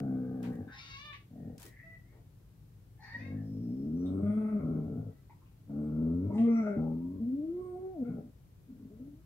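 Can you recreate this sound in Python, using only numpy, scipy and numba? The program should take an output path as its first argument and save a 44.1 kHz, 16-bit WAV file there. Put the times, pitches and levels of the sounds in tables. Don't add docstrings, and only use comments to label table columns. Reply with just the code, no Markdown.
import sys
import numpy as np
from scipy import signal
from scipy.fft import rfft, irfft
from scipy.io import wavfile
from scipy.ndimage import uniform_filter1d
from numba import njit

SR = 44100
rng = np.random.default_rng(int(sys.argv[2]) if len(sys.argv) > 2 else 0)


def unload_audio(sound):
    columns = np.transpose(np.atleast_2d(sound))
    steps = np.round(np.clip(columns, -1, 1) * 32767)
    wavfile.write(sys.argv[1], SR, steps.astype(np.int16))


def level_to_linear(level):
    exponent = np.asarray(level, float) / 20
    return 10 ** exponent


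N = 407925

# time in seconds, pulse rate in Hz, effort in dB.
GRUMBLES = [
    [(0.0, 69.3, -37), (0.14, 65.2, -38), (0.412, 62.14, -41), (0.496, 59.47, -38.5), (0.55, 56.3, -45.5),
     (0.628, 48.24, -46.5), (0.66, 45.7, -53), (0.71, 45.2, -60)],
    [(3.12, 46.4, -62.5), (3.206, 46.45, -51.5), (3.326, 51.7, -42), (3.56, 53.36, -42.5),
     (3.59, 56.5, -44), (3.62, 58.2, -40.5), (3.7, 60.6, -39), (3.76, 64.55, -40), (3.924, 79.96, -35),
     (3.99, 89.3, -36), (4.19, 97.7, -29.5), (4.215, 99.4, -33), (4.27, 100, -45)],
    [(5.66, 70.4, -60.5), (5.692, 71.2, -52.5), (5.702, 70.8, -41.5), (5.8, 74, -36), (5.946, 76.26, -33.5),
     (6.09, 81.37, -32.5), (6.198, 90.9, -33.5), (6.256, 99.5, -30.5), (6.3, 100.3, -33.5),
     (6.4, 111.9, -40)],
    [(6.76, 77, -31), (6.828, 80.2, -33.5), (6.912, 79.56, -33.5), (7.0, 83.9, -37.5), (7.124, 91.5, -38.5),
     (7.18, 94.1, -40.5), (7.22, 98.3, -36.5)],
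]
# time in seconds, pulse rate in Hz, effort in dB.
RATTLES = [
    [(1.3, 40.5, -64), (1.324, 39.7, -55), (1.446, 40, -47.5), (1.55, 38.3, -51), (1.6, 41, -64)],
    [(4.59, 78.1, -36), (4.786, 77.37, -37.5), (4.838, 72.16, -41), (4.896, 66.15, -41),
     (4.984, 58.4, -42.5), (5.092, 52.2, -51.5), (5.16, 49, -66)],
    [(8.08, 59.6, -40.5), (8.132, 59.13, -42.5), (8.234, 52.84, -52.5), (8.32, 49.8, -66)],
    [(8.66, 57.8, -76), (8.706, 58.3, -58.5), (8.794, 57.45, -58), (8.872, 60.6, -56), (8.93, 61.2, -65)],
]
# chest, muzzle and lips in dB, jaw in Hz, jaw in dB.
POSTURES = [(-5, -16, -31, 1490, -26.5), (-4.5, -21.5, -34.5, 1304, -44), (-1.5, -23.5, -30.5, 1400, -41.5),
            (-7, -23, -27.5, 1350, -40.5), (-11, -18.5, -28.5, 1810, -38),
            (-2.5, -18.5, -29.5, 1320, -34.5), (-17, -19, -27.5, 1340, -35), (-13, -18.5, -24.5, 1390, -22)]
# start in Hz, end in Hz.
MUZZLE_GLIDES = [(462, 478), (530, 367.6), (507, 385), (447, 370), (474, 470), (397, 465), (465, 430),
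                 (480, 420)]
THROAT_DB = [3, -0.5, 0.5, -2.5, 0.5, 2, 3.5, -1]
# low start, low end, high start and high end in Hz, high level in dB.
LIPS = [(600, 620, 706, 760, 5), (725, 574, 834, 720, -9), (603, 600, 760, 990, -14),
        (573, 610, 740, 1050, -4), (600, 580, 710, 720, -2.5), (581, 676, 720, 840, -14),
        (640, 600, 790, 760, -10), (604, 620, 760, 830, -22)]
JAW_RISES = [1.1, 1, .9, 0.78, 1.02, 1.057, 1.08, 1.04]
# time in seconds, opening in dB.
MOUTH_OPENING = [(.3, -5), (.7, 0.5), (3.2, 11), (3.5, -6), (3.9, -6.5), (4.05, 6.5), (4.25, 7), (4.6, 7.5),
                 (4.85, 1.5), (5.1, 2.5), (5.75, 6.5), (6.1, 1.5), (6.25, -4), (6.35, 7), (6.8, 6.5),
                 (6.95, -4.5), (7.2, -12), (8.2, 4), (8.3, -9)]
# pitch in Hz, width in Hz, level in dB.
DOG_TRACT = [
    [(99.7, 48.4, 1.5)],
    [(159.1, 71.4, -3)],
]
# time in seconds, roughness from 0 to 1.
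DOG_ROUGH = [(.45, .07), (.6, .3), (.7, .5), (1.3, .35), (1.6, .35), (3.1, .45), (3.3, .1), (4.2, .05),
             (4.56, .08), (4.62, .3), (5.2, .36), (5.7, .05), (6.25, .05), (6.3, .2), (6.4, .07),
             (6.6, .07), (6.66, .3), (6.75, .22), (6.8, .05), (7.3, .09), (8.02, .08), (8.1, .2),
             (8.16, .45), (8.85, .6), (9, .2)]

# time in seconds, pitch in Hz, level in dB, mouth opening in dB.
HOWLS = [
    [(4.22, 201.4, -30.5, -69.5), (4.278, 205.3, -28.5, -58), (4.32, 211.5, -31.5, -62),
     (4.398, 216.4, -31.5, -59.5), (4.44, 215.6, -33, -60), (4.5, 213.9, -36, -58),
     (4.566, 207.8, -29.5, -64), (4.62, 187, -43, -65.5)],
    [(6.29, 202.6, -42, -81), (6.346, 205.3, -29, -68), (6.378, 222.8, -29, -68.5),
     (6.406, 228.7, -22.5, -64.5), (6.456, 233.7, -24, -58), (6.6, 225.4, -25.5, -51.5),
     (6.625, 220.6, -30, -60), (6.67, 205.5, -36, -52), (6.71, 200.3, -33, -59.5), (6.78, 193, -45, -62.5)],
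    [(7.195, 228.8, -33, -89.5), (7.236, 227.7, -32.5, -94), (7.538, 351.4, -36.5, -84),
     (7.616, 367.4, -37.5, -85.5), (7.73, 360, -39.5, -83.5), (7.87, 378.9, -40, -83),
     (7.935, 375.5, -50, -91), (7.998, 268.4, -36, -89), (8.03, 240, -31, -84), (8.045, 236.3, -42.5, -75),
     (8.09, 239.8, -38, -78), (8.115, 233, -52, -69)],
    [(8.9, 195, -56, -91), (8.98, 223.6, -55.5, -92), (9.0, 240.6, -44, -92), (9.028, 261, -49.5, -86),
     (9.076, 289.4, -51, -100), (9.134, 292.3, -53.5, -118), (9.22, 334, -65.5, -73)],
]
# time in seconds, second partial in dB, third partial in dB.
OVERTONES = [
    [(4.22, -49, -55), (4.27, -50, -44.5), (4.3, -55.5, -54.5), (4.33, -51.5, -53), (4.44, -48, -54),
     (4.5, -53.5, -54.5), (4.56, -48.5, -53.5), (4.62, -46, -57)],
    [(6.29, -53.5, -51.5), (6.37, -52.5, -56), (6.415, -46.5, -47.5), (6.45, -42.5, -68), (6.49, -36, -62),
     (6.54, -46.5, -56.5), (6.59, -48.5, -52.5), (6.62, -49.5, -53.5), (6.68, -44.5, -40),
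     (6.71, -43.5, -49.5), (6.76, -39.5, -48.5)],
    [(7.2, -55.5, -71), (7.365, -66, -91.5), (7.435, -55, -91), (7.49, -77.5, -88), (7.565, -69.5, -78.5),
     (7.615, -69.5, -62.5), (7.71, -67.5, -74), (7.76, -49, -78.5), (7.8, -62, -78.5), (7.85, -56, -77.5),
     (7.88, -63.5, -94), (7.975, -53.5, -80), (8.005, -58, -77), (8.03, -44, -62), (8.055, -62, -62),
     (8.08, -47.5, -65), (8.11, -56, -68)],
    [(8.9, -55, -68), (8.975, -72, -84), (9, -62, -93), (9.05, -85, -94), (9.22, -79, -99)],
]
HALF_PITCH_DB = [-35, -35.5, -54, -79]
BREATH_DB = [-19.5, -29, -25.5, -12]
# time of one dip in seconds, stop in seconds, rate per second, depth in dB.
TREMORS = [(4.341, 4.6, 12.4, 3), (6.44, 6.695, 12.3, -0.5), (7.365, 7.568, 19, 2), (8.994, 9.3, 17.4, 3)]
THROB_DB = [4, 1, -0.5, 1]
MOUTH_AIR = [17, 8, 4, 4]
# start in Hz, end in Hz, width in Hz, level in dB.
PALATE = [(1300, 1270, 400, 8.5), (1080, 1440, 300, 6.5), (1280, 1380, 340, 8.5), (1280, 1300, 340, 7)]
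# pitch in Hz, width in Hz, level in dB.
DOG_MOUTH = [(853, 180, 2), (2104, 480, -2), (2480, 520, -16)]

# time in seconds, decay in seconds, pitch in Hz, width in Hz, level in dB.
SMACKS = [(4.0585, 0.012, 3650, 600, -59.5), (4.0585, .03, 8400, 502, -78),
          (4.0585, .004, 6000, 5900, -75.5), (5.296, .02, 910, 170, -58.5), (5.296, 0.016, 2050, 398, -70),
          (5.418, 0.02, 990, 249, -67.5), (5.459, 0.018, 2650, 500, -75.5), (5.696, .025, 600, 130, -54.5),
          (6.3805, 0.014, 1950, 350, -54.5), (6.3805, 0.014, 2660, 500, -57),
          (6.3805, 0.01, 3850, 300, -65), (6.794, 0.012, 620, 120, -44), (2.126, 0.015, 1000, 1500, -72)]
# time in seconds, length in seconds, pitch in
# Hz, width in Hz, level in dB.
PUFFS = [(3.0, 0.2, 4300, 290, -69), (3.03, 0.26, 4600, 400, -71.5), (3.321, 0.17, 1750, 170, -72.5),
         (1.126, 0.022, 2260, 1000, -51.5), (1.581, 0.11, 310, 2000, -63.5), (1.64, 0.078, 337, 150, -56.5),
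         (2.116, 0.13, 380, 340, -67), (0.676, 0.097, 1570, 270, -56.5), (8.035, 0.16, 1397, 140, -67.5),
         (8.04, 0.11, 2180, 280, -79), (0.42, 0.16, 840, 440, -65), (.7, 0.23, 826, 84, -72),
         (4.25, 0.19, 3310, 230, -80.5), (2.99, 0.16, 840, 116, -63), (3.02, 0.21, 1790, 320, -58),
         (6.62, 0.17, 1400, 190, -55.5), (.78, 0.21, 1380, 100, -67), (0.51, 0.068, 1870, 430, -69),
         (6.3, 0.06, 930, 120, -56), (6.345, 0.04, 830, 110, -48), (6.39, .1, 3200, 640, -72.5),
         (6.33, 0.18, 6600, 7700, -72.5)]
# time in seconds, length in seconds, pitch in Hz, level in dB.
WHISTLES = [(3.397, 0.68, 5320, -80), (3.954, 0.18, 5840, -77), (4.05, 0.54, 8400, -83.5),
            (4.245, 0.46, 9440, -82), (5.796, 0.17, 8260, -87.5), (6.491, 0.25, 5780, -70.5),
            (6.528, 0.24, 7480, -82.5), (7.602, 0.25, 8530, -83.5)]

# time in seconds, pitch in Hz, level in dB, rasp in dB.
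MEWS = [
    [(0.66, 517, -84, -20), (0.744, 535.4, -66.5, 0.5), (0.86, 546, -63.5, 1.5), (0.932, 547.4, -61, -0.5),
     (0.975, 555, -61.5, -1), (1.0, 578, -57.5, -5), (1.034, 592, -58.5, -8), (1.056, 599, -57.5, -8),
     (1.1, 587, -57.5, -16), (1.138, 556.5, -58.5, -17), (1.168, 570, -85, 18), (1.25, 573, -106, -11)],
    [(1.65, 642, -68, 8), (1.73, 650, -69, -2), (1.79, 683, -61, 3), (1.825, 650, -66, 1),
     (1.855, 657, -57, -3), (1.9, 662, -60, -9), (1.96, 655, -60.5, -5), (1.985, 658, -84, 0),
     (2.04, 662, -84, 5), (2.075, 715, -79, 10), (2.154, 740, -81, 10), (2.22, 725, -100, 14)],
    [(3.18, 480, -59, 4), (3.2, 506, -58.5, 2), (3.244, 535, -63.5, 0), (3.275, 538, -61, 0),
     (3.33, 550, -71, -6), (3.4, 545, -90, 2)],
    [(5.1, 660, -88, -3), (5.13, 650, -80, -7), (5.19, 660, -83, -7), (5.24, 650, -97, 0)],
]
# time in seconds, pitch in Hz, level in dB, rasp in dB.
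SQUEAL = [(2.97, 853, -80, -4), (3.031, 925, -63.5, 7), (3.068, 860, -58.5, 3), (3.157, 951, -47.5, -11),
          (3.219, 1016, -69, 6)]
# level in dB near 1, 2, 3 and 5 kHz.
CAT_MOUTHS = [(-2.5, -3.5, 3, -3), (-45, 0, -50, -39), (-15, 1, -11.5, -17), (-9, -2, -12, -17),
              (-14, -1, -24, -19.5)]
# pitch in Hz, width in Hz, level in dB.
CAT_TRACT = [
    [(1012, 580, 1.5), (650, 190, -17)],
    [(1932, 700, 0)],
    [(2660, 1500, -0.54), (3675, 900, -0.46)],
    [(4560, 1350, -3), (5740, 2700, -8)],
]
RASP_SHARES = [0, 0, .3, 1]
CAT_HUM_DB = [-40, -5, -40, -14, -40]
CAT_FLUTTER_DB = [0, 3.5, 0, 2, 0]
# time in seconds, roughness from 0 to 1.
CAT_ROUGH = [(.66, .3), (.8, .34), (.88, .24), (.93, .13), (.98, .1), (1.02, .07), (1.12, .06), (1.15, .5),
             (1.8, .5), (1.84, .06), (2.02, .07), (2.06, .3), (2.98, .5), (3.085, .55), (3.12, .14),
             (3.2, .08), (3.32, .07), (3.36, .4), (5, .15)]
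# time in seconds, length in seconds, start in Hz, end in Hz, level in dB.
RASPS = [(0.71, 0.066, 1580, 2160, -59.5), (0.771, 0.047, 2170, 2500, -59.5),
         (0.768, 0.095, 4120, 4700, -63.5), (0.717, 0.13, 5120, 5330, -63.5),
         (0.721, 0.052, 3960, 4160, -67), (3.17, 0.12, 2360, 2730, -65.5), (6.32, 0.07, 1950, 2050, -72.5)]

# time in seconds, tick in dB, tick in Hz, tail in dB, tail decay in seconds.
RUSTLE = [(0, -50, 5000, -78.5, 0.01), (0.001, -35, 1270, -61, 0.0044), (0.429, -49.5, 8800, -66.5, 0.083),
          (.5315, -62, 9100, -75, 0.01), (.554, -66, 9000, -69, .01), (1.5803, -46, 6050, -64.5, 0.04),
          (1.598, -56, 8000, -57, 0.029), (1.619, -42.5, 10500, -60, 0.028),
          (1.6287, -44, 11000, -54, 0.023), (1.6537, -46, 11680, -58, 0.022),
          (1.664, -47, 11700, -57.5, 0.028), (1.681, -60, 10900, -63, 0.026)]
# time in seconds, decay in seconds, pitch in Hz, width in Hz, level in dB.
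THUMP = (.427, .02, 1600, 2400, -55.5)
# pitch in Hz, level in dB per Hz.
ROOM_TONE = [(13, -45.5), (22, -25.5), (44, -9), (63, -3), (80, -17), (95, -2.5), (115, -2), (194, -14),
             (229, -23.5), (263, -19), (672, -36), (1070, -40), (1300, -42), (2200, -45.5), (16000, -53.5)]
# pitch in Hz, width in Hz, level in dB.
MIC_HISS = (13500, 6500, -81)
# pitch in Hz, width in Hz, level in dB.
LEFT_BUMP = (644, 600, -6)

LEFT_DB = 2.2


def growls():
    lips_follow, muzzle_follows = 0.92, 0.18
    chest_slope, muzzle_slope = -7.5, 11.5
    throat_hz, throat_width, throat_rises = 242.8, 128.7, 0.069
    muzzle_width, lips_width = 164, 171
    out = np.zeros(N)
    for table, posture, muzzle_hz, throat_db, lip, rise in zip(
            GRUMBLES + RATTLES, POSTURES, MUZZLE_GLIDES, THROAT_DB, LIPS, JAW_RISES):
        chest_db, muzzle_db, lips_db, jaw_hz, jaw_db = posture
        at, gate, rough, (hz, db) = unfold(table, DOG_ROUGH)
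        pulses, air, _ = folds(hz, rough, jitter=.3, shimmer=.6)
        open_db = np.interp(at / SR, *np.transpose(MOUTH_OPENING))
        octaves = np.log2(hz / 70)
        rising = np.maximum(octaves, 0)

        def puffed(puff):
            return flicker(len(at), 14, 2.2) * (pulses + (puff + 2.7 * rough) * air)

        low = sweep(puffed(0.29), throat_hz * 2 ** (throat_rises * rising), throat_width)
        low += level_to_linear(chest_db + chest_slope * octaves) * resonate(puffed(0.026), DOG_TRACT[0])
        low += level_to_linear(throat_db) * resonate(puffed(0.052), DOG_TRACT[1])
        muzzle_gain = level_to_linear(muzzle_db + 2.0 + muzzle_follows * open_db + muzzle_slope * rising)
        low += muzzle_gain * sweep(puffed(0.7), muzzle_hz, muzzle_width)
        breathy = puffed(1.0)
        lips = sweep(breathy, lip[:2], lips_width, count=3)
        lips = lips - level_to_linear(lip[4]) * sweep(breathy, lip[2:4], lips_width, count=3)
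        lips = level_to_linear(lips_db + lips_follow * open_db) * lips
        rush = pulses + 4.0 * air
        jaws = sweep(rush, [jaw_hz, jaw_hz * rise], 300)
        jaws = jaws + resonate(rush, [(.8 * jaw_hz, 300, -5), (2170, 300, -18)])
        harmonic = np.sqrt(2) * hz / SR
        out[at] += gate * level_to_linear(db) * ((low + lips) / harmonic + level_to_linear(jaw_db + open_db) * held(jaws, hz))
    return out


def howls():
    throb_per_s, half_pitch_fade_s = 27, 0.11
    out = np.zeros(N)
    for table, half_db, breath_db, over, tremor, throb_db, airy, palate in zip(
            HOWLS, HALF_PITCH_DB, BREATH_DB, OVERTONES, TREMORS, THROB_DB, MOUTH_AIR, PALATE):
        at, gate, rough, (hz, level_db, mouth_db) = unfold(table, DOG_ROUGH)
        pulses, air, phase = folds(hz, rough, jitter=0.12, shimmer=1.2)
        turn = np.unwrap(2 * np.pi * phase)
        t = at / SR
        throb = level_to_linear(throb_db * np.sin(2 * np.pi * throb_per_s * t))
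        dip, stop, rate, depth_db = tremor
        trembling = np.cos(2 * np.pi * rate * (t - dip)) * np.clip((stop - t) * rate, 0, 1)
        level_db = level_db - depth_db * trembling
        tone = level_to_linear(level_db) * flicker(len(at), 25, .6) * np.sin(turn)
        s, *upper = np.transpose(over)
        for k, db in enumerate(upper):
            gain = level_to_linear(np.interp(t, s, db)) * throb ** k * flicker(len(at), 60, 1.8)
            tone += gain * np.sin((k + 2) * turn)
        fade = np.exp(-((at - at[0]) / SR / half_pitch_fade_s) ** 2)
        tone += level_to_linear(half_db) * fade * np.sin(turn / 2)
        throat_air = tract(air, [(232, 280, -2.0), (576, 210, -19.0)], hz)
        tone += level_to_linear(level_db + breath_db) * throat_air
        edge = pulses + airy * rough * air
        mouth = resonate(edge, DOG_MOUTH) - level_to_linear(palate[3]) * sweep(edge, palate[:2], palate[2])
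        out[at] += gate * (np.sqrt(2) * tone + level_to_linear(mouth_db) * throb * held(mouth, hz))
    return out


def smacks():
    out, t = np.zeros(N), np.arange(5000) / SR
    for s, decay, hz, width, db in SMACKS:
        band = unit(ring(rng.standard_normal(9000), hz, width))[-len(t):]
        envelope = np.minimum(t * 2000, 1) * np.exp(-t / decay)
        out[int(s * SR):][:len(t)] += level_to_linear(db) * envelope * band
    return out


def puffs():
    out, t = np.zeros(N), np.arange(N) / SR
    whistles = [(s, length, hz, 0.09 * hz, db) for s, length, hz, db in WHISTLES]
    for s, length, hz, width, db in PUFFS + whistles:
        at = slice(int(s * SR), int((s + length) * SR))
        u = (t[at] - s) / length
        swell = np.sin(np.pi * np.clip(u, 0, 1) ** 0.51)
        hiss = unit(ring(rng.standard_normal(30000), hz, width))[:len(u)]
        out[at] += level_to_linear(db) * swell * hiss
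    return out


def cat():
    flutter_per_s, flutter_dip_s = 31, 1.883
    out = np.zeros(N)
    for table, mouth, hum_db, flutter_db in zip(MEWS + [SQUEAL], CAT_MOUTHS, CAT_HUM_DB, CAT_FLUTTER_DB):
        at, gate, rough, (hz, level_db, rasp_db) = unfold(table, CAT_ROUGH)
        pulses, air, phase = folds(hz, rough, jitter=.11, shimmer=.8, limp=2.4)
        hum = 2 * np.sin(2 * np.pi * phase)
        out[at] += gate * level_to_linear(level_db + hum_db - 80 * rough) * hum
        level_db = level_db - flutter_db * np.cos(2 * np.pi * flutter_per_s * (at / SR - flutter_dip_s))
        source = pulses + 1.6 * rough * air
        for db, share, group in zip(mouth, RASP_SHARES, CAT_TRACT):
            gain = level_to_linear(level_db + db + share * rasp_db) * flicker(len(at), 34.0, 3.0)
            out[at] += gate * gain * tract(source, group, hz)
    return out


def rasps():
    out = np.zeros(N)
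    for s, length, from_hz, to_hz, db in RASPS:
        size = int(length * SR)
        band = unit(sweep(rng.standard_normal(9000)[:size], [from_hz, to_hz], 210, count=3))
        swell = np.sin(np.pi * np.linspace(0, 1, size) ** 0.92)
        out[int(s * SR):][:size] += level_to_linear(db) * swell * band
    return out


def cloth():
    tick_s, echo_s, echo_db = .0004, .002, -2
    out, t = np.zeros((2, N)), np.arange(9000) / SR
    tick = np.exp(-t / tick_s)
    tick = tick + level_to_linear(echo_db) * np.roll(tick, int(echo_s * SR))
    for s, tick_db, hz, tail_db, decay in RUSTLE:
        hiss = unit(ring(rng.standard_normal((2, len(t))), hz, 1.8 * hz))
        tail = np.exp(-t / decay) * flicker(len(t), 350, 0.92)
        out[:, int(s * SR):][:, :len(t)] += hiss * (level_to_linear(tick_db) * tick + level_to_linear(tail_db) * tail)
    s, decay, hz, width, db = THUMP
    thud = unit(ring(rng.standard_normal((2, len(t))), hz, width))
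    out[:, int(s * SR):][:, :len(t)] += level_to_linear(db) * thud * t / decay * np.exp(1 - t / decay)
    return out


def room_tone():
    room_db, alike_hz, hiss_left_db = -56.5, 716, .4
    f = np.arange(N // 2 + 1) * SR / N + 1
    hz, db = np.transpose(ROOM_TONE)
    mid, side = rfft(rng.standard_normal((2, N))) * level_to_linear(np.interp(np.log(f), np.log(hz), db))
    side = side * np.clip(f / alike_hz, .12, 1)
    tone = irfft(np.array([mid + side, mid - side]), N) / np.sqrt(np.mean(irfft(mid, N) ** 2))
    hiss_hz, hiss_width, hiss_db = MIC_HISS
    hiss = unit(ring(rng.standard_normal((2, N)), hiss_hz, hiss_width))
    balance_db = (hiss_left_db - LEFT_DB) / 2 * np.array([[1], [-1]])
    return level_to_linear(room_db) * tone + level_to_linear(hiss_db + balance_db) * hiss


def bedroom(x):
    t60_s, wet_db, boom_db = 0.25, -4.5, -30
    t = np.arange(SR // 2) / SR
    tail = rng.standard_normal((3, len(t))) * np.exp(-np.log(1000) * t / t60_s) * (t > .004)
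    bright = signal.lfilter(*signal.butter(2, [640, 5000], "bandpass", fs=SR), tail[:2])
    boom = ring(tail[2], 350, 600)
    echo = level_to_linear(wet_db) * unit(bright) + level_to_linear(boom_db) * unit(boom)
    return signal.fftconvolve(x[None], echo / np.sqrt(len(t)), axes=1)[:, :N]


def unfold(table, rough):
    s, *columns = np.transpose(table)
    at = np.arange(int(s[0] * SR), min(int(s[-1] * SR), N))
    since_start = at - at[0] + (at[0] < 50) * SR
    gate = np.clip(np.minimum(since_start, at[-1] - at) / (0.016 * SR), 0, 1)
    roughness = np.interp(at / SR, *np.transpose(rough))
    return at, gate, roughness, [np.interp(at / SR, s, c) for c in columns]


def folds(hz, rough, jitter, shimmer, limp=0):
    chance = rng.standard_normal((1500, 2)) * [jitter, shimmer]
    chance[::2, 1] -= limp
    pulses, phase = fire(hz, rough, chance)
    air = np.exp(-phase / 0.5) * rng.standard_normal(len(hz)) * np.sqrt(hz / SR)
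    return pulses, air, phase


@njit
def fire(hz, rough, chance):
    pulses, phase = np.zeros(len(hz) + 1), np.empty(len(hz))
    p, k = .9, 0
    for i in range(len(hz)):
        step = hz[i] * np.exp(rough[i] * chance[k, 0]) / SR
        p += step
        if p >= 1:
            p, k = p - 1, k + 1
            size = np.exp(rough[i] * chance[k, 1])
            pulses[i] += size * p / step
            pulses[i + 1] += size * (1 - p / step)
        phase[i] = p
    return pulses[:-1], phase


def flicker(size, rate, db):
    span = int(SR / rate)
    walk = uniform_filter1d(np.repeat(rng.standard_normal(size // span + 1), span), span)[:size]
    return level_to_linear(db * walk)


def ring(x, hz, width, count=2):
    for _ in range(count):
        x = signal.lfilter(*signal.iirpeak(hz, hz / width, SR), x)
    return x


def resonate(x, group):
    return sum((-1) ** k * level_to_linear(db) * ring(x, f, w, count=4) for k, (f, w, db) in enumerate(group))


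def tract(x, group, hz):
    return held(resonate(x, group), hz)


def held(y, hz):
    span = int(SR * max(.03, 4 / hz.mean()))
    power = uniform_filter1d(uniform_filter1d(y ** 2, span), span)
    return y / np.sqrt(power + 1e-14)


@njit
def glide(x, hz, width):
    y, band, low = np.empty(len(x)), 0., 0.
    for i in range(len(x)):
        g, k = np.tan(np.pi * hz[i] / SR), width / hz[i]
        v = (band + g * (x[i] - low)) / (1 + g * (g + k))
        band, low, y[i] = 2 * v - band, low + 2 * g * v, k * v
    return y


def sweep(x, hz, width, count=4):
    hz = np.interp(np.linspace(0, 1, len(x)), np.linspace(0, 1, len(hz)), hz)
    for _ in range(count):
        x = glide(x, hz, 1. * width)
    return x


def unit(x):
    return x / np.sqrt(np.mean(x ** 2))


def scene():
    dog_lag, cat_lag, far_side_lag = 5, 2, 10
    dog = growls() + howls() + puffs() + smacks()
    mews = cat() + rasps()
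    far_side = np.arange(N) < 1.3 * SR
    late = np.where(far_side, np.roll(mews, far_side_lag), np.roll(mews, cat_lag))
    bump_hz, bump_width, bump_db = LEFT_BUMP
    bump = level_to_linear(bump_db) * ring(dog, bump_hz, bump_width)
    direct = np.array([dog + bump + mews, np.roll(dog - bump / 2, dog_lag) + late])
    ports = level_to_linear([[LEFT_DB / 2], [-LEFT_DB / 2]])
    return ports * (direct + bedroom(dog + mews) + cloth() + room_tone())


def top_cut(x):
    return signal.sosfilt(signal.butter(12, 16690, fs=SR, output="sos"), x)


def record(dry):
    low_pass = signal.ellip(10, .2, 80, 15720, fs=SR, output="sos")
    return top_cut(signal.sosfilt(low_pass, dry))


dry = scene()
out = record(dry)
unload_audio(out)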